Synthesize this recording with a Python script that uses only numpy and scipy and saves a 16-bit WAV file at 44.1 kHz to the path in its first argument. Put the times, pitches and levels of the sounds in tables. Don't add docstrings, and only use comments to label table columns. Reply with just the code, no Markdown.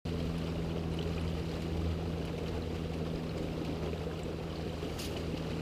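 import sys
import numpy as np
from scipy import signal
from scipy.fft import rfft, irfft, next_fast_len
from scipy.io import wavfile
from scipy.ndimage import uniform_filter1d, map_coordinates

SR = 44100
rng = np.random.default_rng(int(sys.argv[2]) if len(sys.argv) > 2 else 0)


def generate_wav(signal):
    frames = np.transpose(np.atleast_2d(signal))
    scaled = np.clip(frames, -1, 1) * 32767
    pcm = np.round(scaled).astype(np.int16)
    wavfile.write(sys.argv[1], SR, pcm)


N = 247401

# (frequency [Hz], relative density [dB])
RUMBLE_SPECTRUM = [(10, -36), (22, -4), (42, 5), (65, 7), (110, -13), (250, -50)]
# (time [s], level [dB])
AIR_PUFFS = [(.29, -46), (1.37, -49), (2.56, -50), (3.14, -48), (3.46, -49)]
# (time [s], first order level before trim [dB], second order level [dB])
HUM_LEVELS = [(0.1, -40.0, -41), (0.4, -44.5, -39.5), (1.3, -39.5, -39.5), (1.52, -46.5, -41.0),
              (1.87, -35.5, -41.0), (2.3, -45.5, -41.5), (2.6, -42, -45.5), (2.9, -43.0, -41.5),
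              (3.2, -50.5, -42), (3.9, -42, -43), (4.33, -52, -46.0), (4.6, -43.5, -43.5),
              (5.0, -48, -48.0), (5.25, -44, -42.5), (5.6, -48, -41)]
# (multiple of the firing rate [1], level against the second order before edge [dB])
HUM_OVERTONES = [(3, -7), (4, -13), (5, -16.5), (6, -24)]
# (frequency [Hz], relative density [dB])
CLOTH_SPECTRUM = [(1200, -40), (2200, -10), (3000, 2), (4000, -2.5), (4900, 2.5), (5900, -9), (6500, -3),
                  (7700, -13), (10000, -9), (11400, -9), (12300, -12), (15000, -12.5)]
# (frequency [Hz], relative density [dB])
RUSH_SPECTRUM = [(40, -18), (100, 2), (200, -2), (300, -1.5), (450, 0.5), (600, -7.5), (750, -11),
                 (900, -16.5), (1250, -17.5), (1650, -24.5), (3000, -23.5), (6000, -35.5), (10000, -43),
                 (15000, -44.5)]
GURGLE_SPECTRUM = [(130, -4.5), (200, -3), (250, -5), (290, 1.5), (360, -3), (460, 1), (600, -9.5),
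                   (760, -10.5), (1000, -26.5)]
BABBLE_SPECTRUM = [(700, 0.5), (1250, 4.5), (1600, -3.5), (2100, -5.5), (2950, 0.5), (3400, -4.5),
                   (4150, -5), (4420, -27), (4700, -5.5), (5200, -12), (6500, -31)]
SPRAY_SPECTRUM = [(900, -8), (2000, -1.5), (2900, 5), (3400, -6), (4150, 1), (4420, -6), (4720, 2),
                  (5100, -9.5), (5400, -8), (6850, -13), (7650, -11.5), (9200, -20.5), (10400, -17),
                  (11000, -22), (15300, -23)]
# (time [s], level before envelope and crackle [dB])
SPIT_EVENTS = [(.382, -46), (.989, -49), (1.073, -47), (1.619, -42.5), (1.768, -44.5), (2.248, -45.5),
               (2.378, -42), (2.479, -46), (2.75, -47), (2.934, -44), (3.377, -45), (3.426, -43),
               (3.647, -43), (3.931, -53), (4.19, -43.5), (4.821, -49), (5.168, -43.5), (5.373, -43)]
# (time [s], starting pitch [Hz], level before damping [dB], life [cycles])
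GULP_EVENTS = [(.771, 556, -29.5, 2.8), (2.025, 730, -36, 5), (3.615, 281, -31, 3), (3.859, 695, -43, 3),
               (3.93, 422, -25, 2.3), (4.066, 450, -26.5, 3), (4.827, 390, -27, 3),
               (5.338, 267, -18.5, 1.2)]
# (time [s], starting pitch [Hz], level before damping [dB])
PLIP_EVENTS = [(0.382, 10300, -47), (.717, 2870, -38), (.941, 9900, -49), (.989, 2960, -30.5),
               (1.013, 3260, -34), (1.149, 4660, -36.5), (1.18, 2470, -32), (1.213, 9700, -48),
               (1.62, 7000, -46), (2.256, 10200, -48), (2.296, 1040, -31.5), (2.4814, 4620, -35),
               (2.622, 4050, -38), (3.293, 4250, -37), (3.377, 7240, -45), (3.487, 2330, -37),
               (3.932, 2580, -34), (4.113, 1550, -36), (4.195, 2670, -37), (4.234, 7400, -38),
               (4.525, 2880, -38), (4.557, 4300, -36), (5.1652, 2910, -31), (5.3723, 2920, -37)]
# (time [s], deep water level [dB], spray level [dB])
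FLOW_LEVELS = [(.1, -42, -60), (.8, -42.5, -65), (1.55, -41.5, -60), (2.1, -42.5, -64), (2.45, -41, -63.5),
               (3.05, -43, -64), (3.6, -39, -65), (4.35, -43.5, -63.5), (5.2, -40.5, -60), (5.6, -43, -60)]

DRAUGHT_DB, DRAUGHT_EASING_DB_PER_S, PUFF_S = -48, .5, 0.049
FIRING_HZ, SAG_HZ_PER_S = 82.84, .42
EDGE_DB, DULLING_DB_PER_S = 1.05, .5
BRUSH_AT_S, BRUSH_DB = 4.98, -43.5
BRUSH_ATTACK_S, BRUSH_HOLD_S, BRUSH_RELEASE_S = 0.013, 0.063, 0.03
RUSTLE_DB, RUSTLE_S = -56, 0.16
SPIT_RISE_S, SPIT_FADE_S = 0.0016, 0.012
PLIP_CYCLES, PLIP_REF_HZ, CYCLES_GROW = 6.7, 3000, 0.8
BABBLE_DB, BABBLE_WANDER_DB, WANDER_RATE = -55, 0.9, 6.5
START_S, TOP_HZ = .052, 15300


def amp(db):
    return 10 ** (np.asarray(db) / 20)


def unit(x):
    return x / np.sqrt(np.mean(x ** 2) + 1e-20)


def along(points, hz):
    f, v = np.transpose(points)
    return np.interp(np.log(hz + 1), np.log(f + 1), v)


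def curves(rows):
    s, *columns = np.transpose(rows)
    return [np.interp(np.arange(N) / SR, s, column) for column in columns]


def wobble(rate):
    knots = rng.standard_normal(4096)
    return map_coordinates(knots, [np.arange(N) * rate / SR], mode="wrap")


def swell(centre, width):
    return np.exp(-((np.arange(N) / SR - centre) / width) ** 2)


def filtered(x, response):
    size = next_fast_len(N + 8192)
    hz = np.fft.rfftfreq(size, 1 / SR)
    return irfft(rfft(x, size) * response(hz), size)[:N]


def noise(spectrum, patchy_db):
    z = signal.stft(rng.standard_normal(N), nperseg=256)[2]
    field = uniform_filter1d(rng.standard_normal(z.shape), size=5, axis=0)
    field = uniform_filter1d(field, size=6, axis=1)
    patchy = signal.istft(z * amp(patchy_db * unit(field)), nperseg=256)[1][:N]
    return unit(filtered(patchy, lambda hz: amp(along(spectrum, hz))))


def ring(start, hz, gain, life, rise, size):
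    cycles = hz[:, None] * np.arange(size) / SR
    age = cycles / life[:, None]
    envelope = np.exp(-age) * (1 - np.exp(-2 * cycles))
    phase = 2 * np.pi * cycles * (1 + rise * np.minimum(age, 10) / 2)
    waves = gain[:, None] * envelope * np.sin(phase)
    at = (start * SR).astype(int)[:, None] + np.arange(size)
    return np.bincount(at.ravel(), waves.ravel(), N)[:N]


def bubbles(spectrum, life, rise, scatter_db, churn_db, count, size):
    when, place, strength, damping = rng.random((count, 4)).T
    low, high = spectrum[0][0], spectrum[-1][0]
    hz = low * (high / low) ** place
    scatter = scatter_db * np.minimum(-np.log(1 - strength), 4)
    db = along(spectrum, hz) + scatter + churn_db[(when * N).astype(int)]
    lives = life * 2 ** (2 * damping - 1)
    return unit(ring(when * N / SR, hz, amp(db) * hz, lives, rise, size))


def air():
    draught = amp(DRAUGHT_DB - DRAUGHT_EASING_DB_PER_S * np.arange(N) / SR)
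    puffs = sum(amp(db) * swell(s, PUFF_S) for s, db in AIR_PUFFS)
    return (draught + puffs) * noise(RUMBLE_SPECTRUM, patchy_db=0.5)


def engine():
    t = np.arange(N) / SR
    first_db, second_db = curves(HUM_LEVELS)
    edge_db = EDGE_DB - DULLING_DB_PER_S * t
    phase = 2 * np.pi * np.cumsum(FIRING_HZ - SAG_HZ_PER_S * t) / SR
    throb = 1 + 0.16 * wobble(18)
    hum = amp(first_db + 0.44) * throb * np.cos(phase + 0.32 * wobble(18))
    hum += amp(second_db) * np.cos(2 * phase + .04 * wobble(15))
    for order, db in HUM_OVERTONES:
        level_db = second_db + edge_db + db + 2.6 * wobble(3.1)
        hum += amp(level_db) * np.cos(order * phase + 0.092 * wobble(5.6))
    return -np.sqrt(2) * hum


def sleeve():
    corners = BRUSH_AT_S + np.cumsum([0, BRUSH_ATTACK_S, BRUSH_HOLD_S, BRUSH_RELEASE_S])
    stroke = amp(BRUSH_DB) * np.interp(np.arange(N) / SR, corners, [0, 1, 1, 0])
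    rustle = amp(RUSTLE_DB) * swell(corners.mean(), RUSTLE_S)
    grit = unit(amp(2.1 * wobble(4000)))
    envelope = np.hypot(stroke, rustle)
    return envelope * amp(0.68 * wobble(300)) * grit * noise(CLOTH_SPECTRUM, patchy_db=2.5)


def spits():
    s, db = np.transpose(SPIT_EVENTS)
    age = np.maximum(np.arange(N) / SR - s[:, None], 0)
    envelopes = (1 - np.exp(-age / SPIT_RISE_S)) * np.exp(-age / SPIT_FADE_S)
    burst = amp(db) @ envelopes
    crackle = amp(2.1 * wobble(1200) - 1)
    return burst * crackle * noise(SPRAY_SPECTRUM, patchy_db=2.0)


def gulps():
    s, hz, db, life = np.transpose(GULP_EVENTS)
    return ring(s, hz, amp(db), life, rise=0.033, size=3000)


def plips():
    s, hz, db = np.transpose(PLIP_EVENTS)
    life = PLIP_CYCLES * (hz / PLIP_REF_HZ) ** CYCLES_GROW
    delay, detune = rng.random((len(s), 2)).T
    direct = ring(s, hz, amp(db), 0.62 * life, rise=.008, size=1500)
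    twin_hz = hz * (0.91 + 0.24 * detune)
    direct += ring(s + 0.0031 * delay, twin_hz, amp(db - 1), 0.3 * life, rise=.008, size=1500)
    t = np.arange(1024) / SR
    ice = rng.standard_normal(len(t)) * amp(-60 * t / 0.034)
    ice /= np.linalg.norm(ice)
    return direct + amp(-6) * signal.fftconvolve(direct, ice)[:N]


def splashes(fade, count):
    when, strength = rng.random((count, 2)).T
    breaks = np.bincount((when * N).astype(int), strength ** 2, N)
    decaying = signal.lfilter([1], [1, -np.exp(-1 / (fade * SR))], breaks)
    churn = uniform_filter1d(decaying, size=90)
    return unit(churn - churn.mean())


def river():
    deep_db, spray_db = curves(FLOW_LEVELS)
    surge_db = deep_db - np.mean(deep_db)
    churn = splashes(fade=0.0088, count=1100)
    babble_db = BABBLE_DB + .4 * surge_db + BABBLE_WANDER_DB * wobble(WANDER_RATE)
    spray_db = spray_db + .5 * wobble(WANDER_RATE)
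    rush = amp(.5 * surge_db - 42) * noise(RUSH_SPECTRUM, patchy_db=1.5)
    gurgle = amp(deep_db - 3.5) * bubbles(
        GURGLE_SPECTRUM, life=4.07, rise=0.029, scatter_db=2.0, churn_db=0.58 * churn, count=2400, size=2200)
    babble = amp(babble_db) * bubbles(
        BABBLE_SPECTRUM, life=4.5, rise=0.023, scatter_db=3, churn_db=1.75 * churn, count=8000, size=600)
    spray = amp(spray_db + 0.4) * bubbles(
        SPRAY_SPECTRUM, life=4.0, rise=0.0038, scatter_db=3.5, churn_db=2.0 * churn, count=16000, size=256)
    fizz = amp(spray_db + 5.5 + 1.52 * churn) * noise(SPRAY_SPECTRUM, patchy_db=1.2)
    return rush + gurgle + babble + spray + fizz


def scene():
    return (river() + spits() + plips() + gulps() + engine() + air() + sleeve())[None]


def record(dry):
    running = np.arange(N) / SR > START_S
    return filtered(dry[0] * running, lambda hz: hz < TOP_HZ)[None]


dry = scene()
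out = record(dry)
generate_wav(out)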